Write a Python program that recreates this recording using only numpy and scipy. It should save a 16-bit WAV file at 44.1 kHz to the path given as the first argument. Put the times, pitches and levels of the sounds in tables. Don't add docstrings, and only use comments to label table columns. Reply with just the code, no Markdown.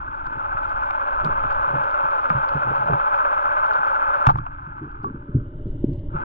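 import sys
import numpy as np
from scipy import signal
from scipy.fft import rfft, irfft
from scipy.io import wavfile
from scipy.ndimage import uniform_filter1d, minimum_filter1d

SR = 44100
rng = np.random.default_rng(int(sys.argv[2]) if len(sys.argv) > 2 else 0)


def wav_out(sig):
    wavfile.write(sys.argv[1], SR, np.round(np.clip(np.atleast_2d(sig).T, -1, 1) * 32767).astype(np.int16))


N = 275184
TIME, BINS = np.arange(N) / SR, np.fft.rfftfreq(N, 1 / SR)
OCTAVES = np.log2(np.clip(BINS, 1000, 12000) / 1000)
SHOT_S, CENTRING_S = 4.2705, 0.24
PLATEAU_DB, RETURN_S, RETURN_RISE_S = -20.0, 6.05, 0.11


# frequency_hz, level_db
CONTACT_SPECTRUM = [(200, -25.5), (600, -17), (850, 2), (1300, -3.5), (1900, -22.5), (2600, -28),
                    (4200, -40.5), (6000, -52), (9500, -65.5), (14000, -93)]
# centre_hz, width_hz, gain_db
GUN_MODES = [(1130, 92, 7)]
# start_s, length_s, peak_db, tilt_db_per_octave, ring_hz, ring_width_hz, ring_db
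CONTACTS = [(0.908, 0.0023, -14, 1.5, 2594, 600, 13), (1.254, .016, -24, 4.5, 1467, 348, 10),
            (2.3019, .0005, -4.5, -4.5, 2213, 1000, 15.5), (2.3024, .0005, -6.5, -7, 1222, 90, 14.5),
            (4.268, 0.0026, 0.5, 1, 900, 148.8, 8.5), (4.2703, 0.0018, -2.5, 6, 997, 401, 8.5),
            (4.276, 0.014, -18.5, 3, 910, 201.5, 9.5), (4.287, 0.012, -3.5, -3.5, 1396, 398, 5),
            (4.291, 0.013, -9.5, -5, 546, 220.6, 22), (4.294, .011, -11, -1, 2256, 894, 11.5),
            (4.301, .004, -4.5, -2, 909, 70, 9.5), (4.305, 0.014, -19.5, -1, 1398, 399, 6),
            (4.3532, 0.008, -13.5, -5.5, 1904, 1098, 14), (4.37, 0.013, -27, 5, 895, 202, 9),
            (4.385, .003, -15, -1, 1295, 401, 6), (4.466, .0018, -18.5, -5, 2594, 601, 17.5),
            (4.463, .001, -21, -7.5, 964, 79.3, 11), (5.04, 0.0045, -32.5, 4.5, 1160, 271, 9.5),
            (5.0432, 0.0025, -16, -12, 1128, 45, 18.5), (5.346, 0.012, -53.5, 14.5, 1480, 340, 10.5),
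            (5.841, 0.011, -51, 13.5, 3010, 700, 5)]
def clacks(chatter=0.29, density=.6, tick_s=0.0049):
    out, gun_db = np.zeros(N), spectrum(CONTACT_SPECTRUM) + resonances(GUN_MODES)
    for start_s, length_s, peak_db, tilt_db, ring_hz, width_hz, ring_db in CONTACTS:
        count = int(length_s * SR)
        tick = np.exp(-length_s / tick_s)
        force = chatter * (1 - tick) * sparse_noise(count, density) * signal.windows.tukey(count, .3)
        force[0] = tick
        response = impulse(gun_db + tilt_db * OCTAVES + resonances([(ring_hz, width_hz, ring_db)]))
        sound = signal.fftconvolve(force, response)
        add(out, start_s, gain_of(peak_db) * sound / abs(sound).max())
    return out


def recoil(flap_every_s=.035, flap_s=.038, flap_hz=122, strongest_s=0.077, fall_db_per_s=177):
    kick = (SHOT_S, .034, -9, 124, -44)
    flaps = [(SHOT_S + age, flap_s, -17 - fall_db_per_s * abs(age - strongest_s), flap_hz, -np.inf)
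             for age in flap_every_s * np.arange(1, 5)]
    return [kick] + flaps


def fizz(level_db=-61.5, fall_db_per_s=174, pops_per_s=2500):
    pops = sparse_noise(N, pops_per_s / SR)
    crackle = unit_rms(convolved(pops, snap(ping_hz=7800, tilt_db=3)))
    return crackle * ramp(SHOT_S, .002) * gain_of(level_db - fall_db_per_s * since(SHOT_S))


# start_s, length_s, level_db
LINE_DRAGS = [(5.674, .07, -68), (5.865, 0.12, -67)]
def line(ticks_per_s=400, spread_db=4):
    ticks = np.zeros(N)
    for start_s, length_s, level_db in LINE_DRAGS:
        count = int(length_s * SR)
        strength = gain_of(level_db + spread_db * rng.uniform(-1, 1, count))
        add(ticks, start_s, strength * (rng.random(count) < ticks_per_s / SR))
    return convolved(ticks, snap(ping_hz=7600, tilt_db=0))


# time_s, rate_hz
THROB_PACE = [(0, 15.55), (.5, 15.95), (1, 16.22), (2.1, 16.25), (2.6, 15.65), (3.2, 15.7), (3.7, 16),
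              (4.3, 15.7), (5, 15.97)]
# frequency_hz, level_db
WHINE_SPECTRUM = [(60, -58.5), (230, -38.5), (370, -36.5), (520, -26), (740, -16), (830, -8), (1080, 0),
                  (1200, -3.5), (1560, -4.5), (1830, -27.5), (2700, -34), (4000, -52), (5800, -74),
                  (9000, -81.5), (11000, -92.5)]
# centre_hz, width_hz, gain_db
HOUSING_MODES = [(425.3, 25, 12), (565.2, 113, 16.5), (852.6, 83, 8), (1291.3, 33, 7.5), (2067, 140, 6),
                 (2495, 99, 5.5)]
# time_s, relative_db
UPPER_BAND_LEVEL = [(0, -.5), (.9, -0.5), (2.1, -1.04), (2.85, -2.5), (3.2, 1.2), (3.8, 2), (4.3, 2),
                    (6.24, -1.5)]
def whine(upper_hz=(1150, 2000), upper_throb_db=0.95, thin_below_hz=650):
    throbs = np.cumsum(follow(THROB_PACE)) / SR - .07
    response = impulse(spectrum(WHINE_SPECTRUM) + resonances(HOUSING_MODES))
    body = unit_rms(convolved(whine_drive(throbs), response))
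    upper = irfft(rfft(body) / (1 + (upper_hz[0] / (BINS + 1)) ** 8 + (BINS / upper_hz[1]) ** 8), N)
    lower = low_passed(body, thin_below_hz, order=8)
    level_db = whine_level()
    upper_gain = gain_of(follow(UPPER_BAND_LEVEL) - 2.0 - upper_throb_db * np.sin(2 * np.pi * throbs))
    lower_gain = gain_of(np.clip(level_db - PLATEAU_DB, -16, 0))
    balanced = body + (upper_gain - 1) * upper + (lower_gain - 1) * lower
    return gain_of(level_db + 0.3) * (balanced + upper_gain * warble(throbs))


# centre_hz, width_hz, gain_db
CLEAR_BAND = [(555, 110, 1.5)]
def whine_drive(throbs, pitch_hz=196, harmonics=40, noisiness=1.53, throb_db=1.0, buzz_hz=63.4):
    clear_db = resonances(CLEAR_BAND)
    tone = tinted(chirps(throbs, pitch_hz, harmonics), clear_db) * ramp(0, 0.99)
    churn_rms = noisiness * np.sqrt(SR / 2 / (harmonics * pitch_hz))
    churn = churn_rms * tinted(rng.standard_normal(N), -2 * clear_db)
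    flutter_db = 1.15 * drift(25)
    buzz = 1 + 0.13 * np.sin(2 * np.pi * buzz_hz * TIME)
    return (tone + churn) * gain_of(throb_db * np.cos(2 * np.pi * throbs) + flutter_db) * buzz


def chirps(throbs, pitch_hz, harmonics, fall=.13, stray=.025, waver=0.01996):
    out = np.zeros(N)
    for offset, tune in ((0, 1), (.5, 1.04)):
        position = throbs / 2 + offset + 1.25
        stroke, age = position.astype(int), position % 1
        detune = 1 + stray * rng.standard_normal(stroke.max() + 1)[stroke]
        glide = 1 - fall * (2 * age - .5)
        turns = np.cumsum(pitch_hz * tune * detune * glide * (1 + waver * drift(60.4))) / SR
        phases = rng.random((harmonics, stroke.max() + 1))
        overtones = sum(np.cos(2 * np.pi * (k * turns + phases[k, stroke])) for k in range(2, harmonics))
        out += overtones * np.sin(np.pi * age) ** 2 * (1 - age) ** 2
    return out


# time_s, relative_db
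WHISTLE_LEVEL = [(0, -6), (.6, -6), (1.2, -9), (2.1, -8), (3.3, -9.5), (4.3, -7), (5, -8.5)]
def warble(throbs, pitch_hz=1440, fall_hz=310, stray_hz=35, fuzz_hz=70, lag_throbs=.22):
    age = (throbs - lag_throbs + .5) % 1
    hz = pitch_hz - fall_hz * (age - .5) + stray_hz * drift(16)
    carrier = np.exp(2j * np.pi * np.cumsum(hz) / SR)
    fuzz = 1 + .45 * (drift(fuzz_hz) + 1j * drift(fuzz_hz))
    return gain_of(follow(WHISTLE_LEVEL)) * unit_rms((carrier * fuzz).real * np.sin(np.pi * age) ** 4)


def whine_level(swell_db=11, swell_s=0.58, drop_db=12.5, dip_db=8.5, dip_s=0.19, return_db=-28.5):
    age = since(SHOT_S)
    db = PLATEAU_DB - swell_db * np.exp(-TIME / swell_s)
    db -= (drop_db + dip_db * np.exp(-age / dip_s)) * ramp(SHOT_S, 0.015)
    db -= 5 * age + 8.5 * age ** 2
    return db + (return_db - db) * ramp(RETURN_S, RETURN_RISE_S)


# start_s, length_s, boom_db, rub_db
HANDLING_BLOWS = [(0.364, 0.025, -39, -46), (1.246, 0.05, -22.5, -36), (1.437, 0.044, -37.5, -53),
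                  (1.73, 0.069, -25, -42.5), (2.033, 0.034, -39, -49.5), (2.302, 0.037, -24.5, -45.5),
                  (2.346, 0.051, -19.5, -51.5), (2.547, 0.05, -22.5, -39.5), (2.662, 0.098, -27.5, -43),
                  (2.778, .08, -34.5, -52), (2.85, 0.046, -31, -47), (2.89, 0.06, -19, -35),
                  (2.932, 0.036, -21.5, -46), (3.787, 0.028, -39, -55), (4.666, 0.038, -31.5, -51.5),
                  (4.808, 0.086, -32, -33), (5.029, 0.083, -35.5, -32), (5.103, 0.0115, -28, -38),
                  (5.139, 0.036, -33, -37), (5.285, 0.029, -32, -36.5), (5.342, 0.058, -11, -27),
                  (5.65, 0.055, -30, -36), (5.8416, 0.00814, -6, -15), (5.876, 0.073, -21, -29.5),
                  (6.139, 0.048, -24.5, -39.5)]
def blows(base_hz=121, loaded_hz=5.2, stiffen_hz_s=0.97, sag_hz_per_db=1.5, heavy_db=-22.5):
    rows = []
    for start_s, length_s, boom_db, rub_db in HANDLING_BLOWS:
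        gun_hz = base_hz + loaded_hz * (start_s < SHOT_S)
        pitch_hz = gun_hz + stiffen_hz_s / length_s - sag_hz_per_db * max(boom_db - heavy_db, 0)
        rows.append((start_s, length_s, boom_db, pitch_hz, rub_db))
    return rows + recoil() + bumps()


def bumps(per_s=7, length_s=.03, pitch_hz=101, steepness=1.5, pivot_db=-38, spread_db=4):
    jitter, softness = rng.random((int(per_s * N / SR) - 1, 2)).T
    starts_s = (np.arange(len(jitter)) + jitter) / per_s
    flow_db = np.interp(starts_s, *np.transpose(FLOW_LEVEL))
    typical_db = pivot_db + steepness * (flow_db - pivot_db) + 3.5
    levels_db = typical_db - spread_db * (np.log(softness + 0.026) + 1)
    return [(start_s, length_s, db, pitch_hz, db - 16) for start_s, db in zip(starts_s, levels_db)]


# frequency_hz, density_db
RUB_SPECTRUM = [(100, -17.5), (200, -0.5), (330, 3), (430, -4), (600, -25.5), (800, -37.5), (1200, -51),
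                (5000, -120)]
def thumps(sway=0.24, rise=.26, wobble=0.15, roughness=0.22):
    out, rub = np.zeros(N), noise(RUB_SPECTRUM)
    waver, judder = 1 + wobble * drift(90), 1 + roughness * drift(71)
    for start_s, length_s, boom_db, pitch_hz, rub_db in blows():
        span = slice(int(start_s * SR), int((start_s + 3 * length_s) * SR))
        rise_s = rise * length_s
        age = (TIME[span] - TIME[span][0]) / rise_s
        swell = (age * np.exp(1 - age)) ** 1.16
        turns = np.cumsum(pitch_hz * waver[span]) / SR - pitch_hz * rise_s
        boom = judder[span] * (np.cos(2 * np.pi * turns) + sway * np.sin(np.pi * turns))
        add(out, start_s, swell * (gain_of(boom_db - 1) * boom + gain_of(rub_db + 0.5) * rub[span]))
    return out


# frequency_hz, gain_db
KNOCK_RESPONSE = [(250, -46), (430, -14.5), (560, 13), (700, 13.5), (900, 10), (1300, 11), (2500, -8)]
def housing_ring(knocks):
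    return convolved(knocks, impulse(spectrum(KNOCK_RESPONSE))) * gain_of(whine_level() - PLATEAU_DB)


# start_s, length_s, level_db, centre_hz
GLOVE_SCRAPES = [(1.232, .045, -36, 525), (1.721, 0.054, -35.5, 473), (2.287, 0.022, -37, 398),
                 (2.553, 0.026, -35.5, 619), (2.661, .03, -35.5, 722), (2.701, 0.023, -33.5, 405),
                 (2.875, 0.044, -25, 777), (2.906, 0.025, -26, 512), (2.917, 0.036, -32, 610)]
def scrapes(slips_per_s=900, relative_width=.6):
    out = np.zeros(N)
    for start_s, length_s, level_db, centre_hz in GLOVE_SCRAPES:
        count = int(length_s * SR)
        slips = sparse_noise(count, slips_per_s / SR) * signal.windows.tukey(count, .7)
        ring_db = -20 * np.log10(1 + ((BINS - centre_hz) / (relative_width * centre_hz)) ** 4)
        sound = signal.fftconvolve(slips, impulse(np.maximum(ring_db, -90), size=1024))
        add(out, start_s, gain_of(level_db) * sound / np.sqrt(np.sum(sound ** 2) / count + 1e-20))
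    return out


# frequency_hz, density_db
GRIP_SPECTRUM = [(60, -26), (105, -2), (135, 4), (200, -16.5), (320, -9.5), (480, -15.5), (800, -32.5),
                 (2000, -88)]
# start_s, length_s, level_db
GRIP_SHIFTS = [(.24, 0.16, -45), (1.203, .18, -40), (1.638, 0.21, -42.5), (2.473, 0.31, -43),
               (2.761, 0.27, -42.5)]
def grips(slips_per_s=220):
    out, slips = np.zeros(N), sparse_noise(N, slips_per_s / SR)
    rubbing = unit_rms(convolved(slips, impulse(spectrum(GRIP_SPECTRUM))))
    for start_s, length_s, level_db in GRIP_SHIFTS:
        stroke = rubbing[int(start_s * SR):int((start_s + length_s) * SR)]
        add(out, start_s, gain_of(level_db) * stroke * signal.windows.tukey(len(stroke), .6))
    return out


# time_s, level_db
FLOW_LEVEL = [(0, -40.5), (.8, -40.5), (1.02, -45), (1.3, -36), (1.55, -36), (1.75, -47), (2.4, -46),
              (3.4, -48), (3.8, -49.5), (4.8, -42.5), (5.45, -37.5), (6.03, -30), (6.24, -38)]
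# frequency_hz, density_db
RUMBLE_SPECTRUM = [(15, 3), (35, 1.5), (65, -5.5), (110, -13), (160, -25.5), (230, -35.5), (500, -70.5),
                   (2000, -130)]
EDDY_SPECTRUM = [(30, -28), (65, -3.5), (100, 2.5), (150, -7.5), (300, -43.5), (1000, -110)]
GURGLE_SPECTRUM = [(40, -23), (110, -2.5), (160, -9), (215, -15.5), (270, 1), (330, -2), (400, -8),
                   (500, -21.5), (590, -7.5), (700, -34.5), (900, -26.5), (1300, -43), (2100, -44),
                   (5000, -110)]
HISS_SPECTRUM = [(1060, -45.5), (1800, -12), (1870, -14), (2050, -11.5), (2160, -23), (2590, -20.5),
                 (2820, -3), (3000, -1.5), (3250, -6.5), (3630, -9), (3950, -19.5), (5140, -53.5),
                 (8690, -120)]
def flow(draw_back_s=4.15, drawn_s=5.75, surge_db=-26, surge_fall_db_per_s=71, eddy_db=-5):
    push_db = follow(FLOW_LEVEL)
    close = ramp(draw_back_s, drawn_s - draw_back_s)
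    surge = ramp(SHOT_S, 0.0085) * gain_of(surge_db - surge_fall_db_per_s * since(SHOT_S))
    width = 0.28 * np.array([[1], [-1]]) * (1 - close) ** 2
    rumble = noise(RUMBLE_SPECTRUM) + width * noise(RUMBLE_SPECTRUM)
    rumble += gain_of(eddy_db) * ramp(SHOT_S, CENTRING_S) * noise(EDDY_SPECTRUM)
    rumble *= gain_of(1.96 + 2.4 * drift(39)) * np.hypot(gain_of(push_db), surge)
    gurgle_db = -53 + 12 * close + 0.18 * (push_db - push_db.mean())
    gurgle = noise(GURGLE_SPECTRUM) * gain_of(gurgle_db + 0.39 * drift(25))
    hiss = noise(HISS_SPECTRUM) * gain_of(-94 + 21 * close)
    return rumble + gurgle + hiss


# start_s, level_db, ping_hz, tilt_db_per_octave
NEAR_SNAPS = [(0.2662, -50, 3670, -1.5), (0.693, -54, 8600, 0), (0.8594, -61, 3200, 7.5),
              (1.2468, -38, 3650, -1), (1.507, -57, 4700, 2), (1.5247, -50, 3420, 0.5),
              (1.839, -49.5, 3100, -1.5), (1.91, -47.5, 3400, -7), (2.1056, -52, 3500, -5),
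              (2.296, -50, 2800, 3), (2.446, -61.5, 8640, 0), (2.488, -38, 4500, -10),
              (2.5391, -57, 6700, -3.5), (3.1824, -60, 3300, -1), (3.6676, -53, 3600, -1.5),
              (3.734, -41, 3930, -9), (3.8721, -49, 4500, -8.5), (4.2605, -55, 6800, -1),
              (4.9144, -66, 3000, -1), (5.03, -66, 4700, -4), (5.933, -59, 3600, 1),
              (5.9924, -62, 3900, -6)]
def shrimp(boost_db=3, rattle=0.41, rattle_s=0.0027):
    out = reef()
    for start_s, level_db, ping_hz, tilt_db in NEAR_SNAPS:
        add(out, start_s, gain_of(level_db + boost_db) * snap(ping_hz, tilt_db))
    paths = rattle * rng.standard_normal((2, 400)) * np.exp(-TIME[:400] / rattle_s)
    paths[:, 0] = 1
    return np.array([convolved(out, path) for path in paths])


# frequency_hz, level_db
SNAP_SPECTRUM = [(500, -20.5), (1500, -4.5), (2600, 3.5), (4300, 0.5), (5600, -8.5), (7000, -13.5),
                 (9200, -13), (11000, -37.5), (15000, -52)]
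def snap(ping_hz, tilt_db, width_hz=1200, ping_db=6.5):
    ping = resonances([(ping_hz, width_hz, ping_db)])
    sound = impulse(spectrum(SNAP_SPECTRUM) + tilt_db * OCTAVES + ping, size=512)
    return sound / abs(sound).max()


def reef(far_db=-71.5, snaps_per_s=140, spread_db=2.5, clumping=0.92, clump_hz=9, animals=6):
    rate = np.exp(clumping * drift(clump_hz))
    fired = rng.random(N) < snaps_per_s / SR * rate / rate.mean()
    level_db = far_db + spread_db * np.minimum(rng.exponential(1, N), 3.5)
    pops = fired * gain_of(level_db + whine_level() - PLATEAU_DB)
    animal = rng.integers(0, animals, N)
    pings_hz, tilts_db = np.geomspace(2500, 5000, animals), 2 * rng.standard_normal(animals)
    return sum(convolved(pops * (animal == k), snap(pings_hz[k], tilts_db[k])) for k in range(animals))


def sea_bed(x, echo_db=-13.5, t60_s=0.068):
    age = TIME[:SR // 4]
    tail = rng.standard_normal(len(age)) * gain_of(-60 * age / t60_s)
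    return x + gain_of(echo_db) * convolved(x, tail / np.linalg.norm(tail))


# frequency_hz, left_lead_rad
STEREO_PHASE = [(0, -2.5), (340, 1.94), (600, 2), (1030, 3), (1290, 4), (1810, 4.5), (2070, 4), (2330, 5),
                (2670, 5), (2930, 4.5), (3360, 6), (3700, 7.5)]
# frequency_hz, left_minus_right_db
STEREO_BALANCE = [(60, 3.5), (87, -2.5), (130, -1), (180, 0.5), (260, 0.5), (380, -13), (550, -9), (800, 2),
                  (1150, -0.5), (1670, 3), (2420, -2.5), (3500, -0.5)]
def widened(x):
    lean = gain_of(spectrum(STEREO_BALANCE) / 2) * np.exp(.5j * spectrum(STEREO_PHASE))
    pair = np.array([lean, 1 / lean])
    return irfft(rfft(x) * pair / np.sqrt(np.mean(abs(pair) ** 2, axis=0)), N)


def hollowed(x, start_s=4.4, start_hz=377.5, octaves_per_s=1.2, width_hz=220, depth=0.84):
    centre_hz = start_hz * 2 ** (octaves_per_s * since(start_s))
    carrier = np.exp(2j * np.pi * np.cumsum(centre_hz) / SR)
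    pole = np.exp(-np.pi * width_hz / SR)
    band = 2 * (carrier * signal.lfilter([1 - pole], [1, -pole], x.mean(0) / carrier)).real
    return x - depth * (ramp(start_s, 0.026) - ramp(RETURN_S, RETURN_RISE_S)) * band


def gain_of(db):
    return 10 ** (np.asarray(db) / 20)


def unit_rms(x):
    return x / np.sqrt(np.mean(x ** 2) + 1e-20)


def ramp(start_s, length_s):
    return np.clip((TIME - start_s) / length_s, 0, 1)


def since(start_s):
    return np.maximum(TIME - start_s, 0)


def follow(points):
    return np.interp(TIME, *np.transpose(points))


def spectrum(points):
    hz, value = np.transpose(points)
    return np.interp(np.log(BINS + 1), np.log(hz + 1), value)


def resonances(modes):
    return sum(db / (1 + ((BINS - hz) / (width_hz / 2)) ** 2) for hz, width_hz, db in modes)


def add(mix, start_s, sound):
    part = mix[max(round(start_s * SR), 0):][:len(sound)]
    part += sound[:len(part)]


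def impulse(db, size=4096, fft_size=8192):
    db = np.interp(np.fft.rfftfreq(fft_size, 1 / SR), BINS, db)
    log_gain = np.log(gain_of(np.r_[db, db[-2:0:-1]]))
    return np.fft.ifft(np.exp(signal.hilbert(log_gain).conj())).real[:size]


def convolved(x, response):
    return signal.oaconvolve(x, response)[:N]


def low_passed(x, edge_hz, order):
    return irfft(rfft(x) / (1 + (BINS / edge_hz) ** order), N)


def tinted(x, db):
    return unit_rms(irfft(rfft(x) * gain_of(db), N))


def noise(points):
    return tinted(rng.standard_normal(N), spectrum(points))


def sparse_noise(count, chance):
    return rng.standard_normal(count) * (rng.random(count) < chance)


def drift(hz):
    return tinted(rng.standard_normal(N), -np.minimum((BINS / hz) ** 2, 100))


def scene(lean_db=3):
    knocks = thumps()
    housing = widened(whine() + sea_bed(clacks()) + fizz() + scrapes() + housing_ring(knocks))
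    thuds = low_passed(knocks, edge_hz=620, order=6)
    lean = gain_of(lean_db * np.array([[-.5], [.5]]) * (1 - ramp(SHOT_S, CENTRING_S)))
    return hollowed(housing + shrimp() + line() + flow() + lean * (thuds + grips()))


def record(dry, ceiling=.93, edge_hz=15500):
    needed_gain = ceiling / np.maximum(abs(dry).max(0), ceiling)
    gain = uniform_filter1d(minimum_filter1d(needed_gain, size=129), size=129)
    limited = dry * gain * signal.windows.tukey(N, .001)
    low_pass = signal.firwin(255, edge_hz, window=("kaiser", 9), fs=SR)
    return signal.oaconvolve(limited, low_pass[None], "same")


dry = scene()
out = record(dry)
wav_out(out)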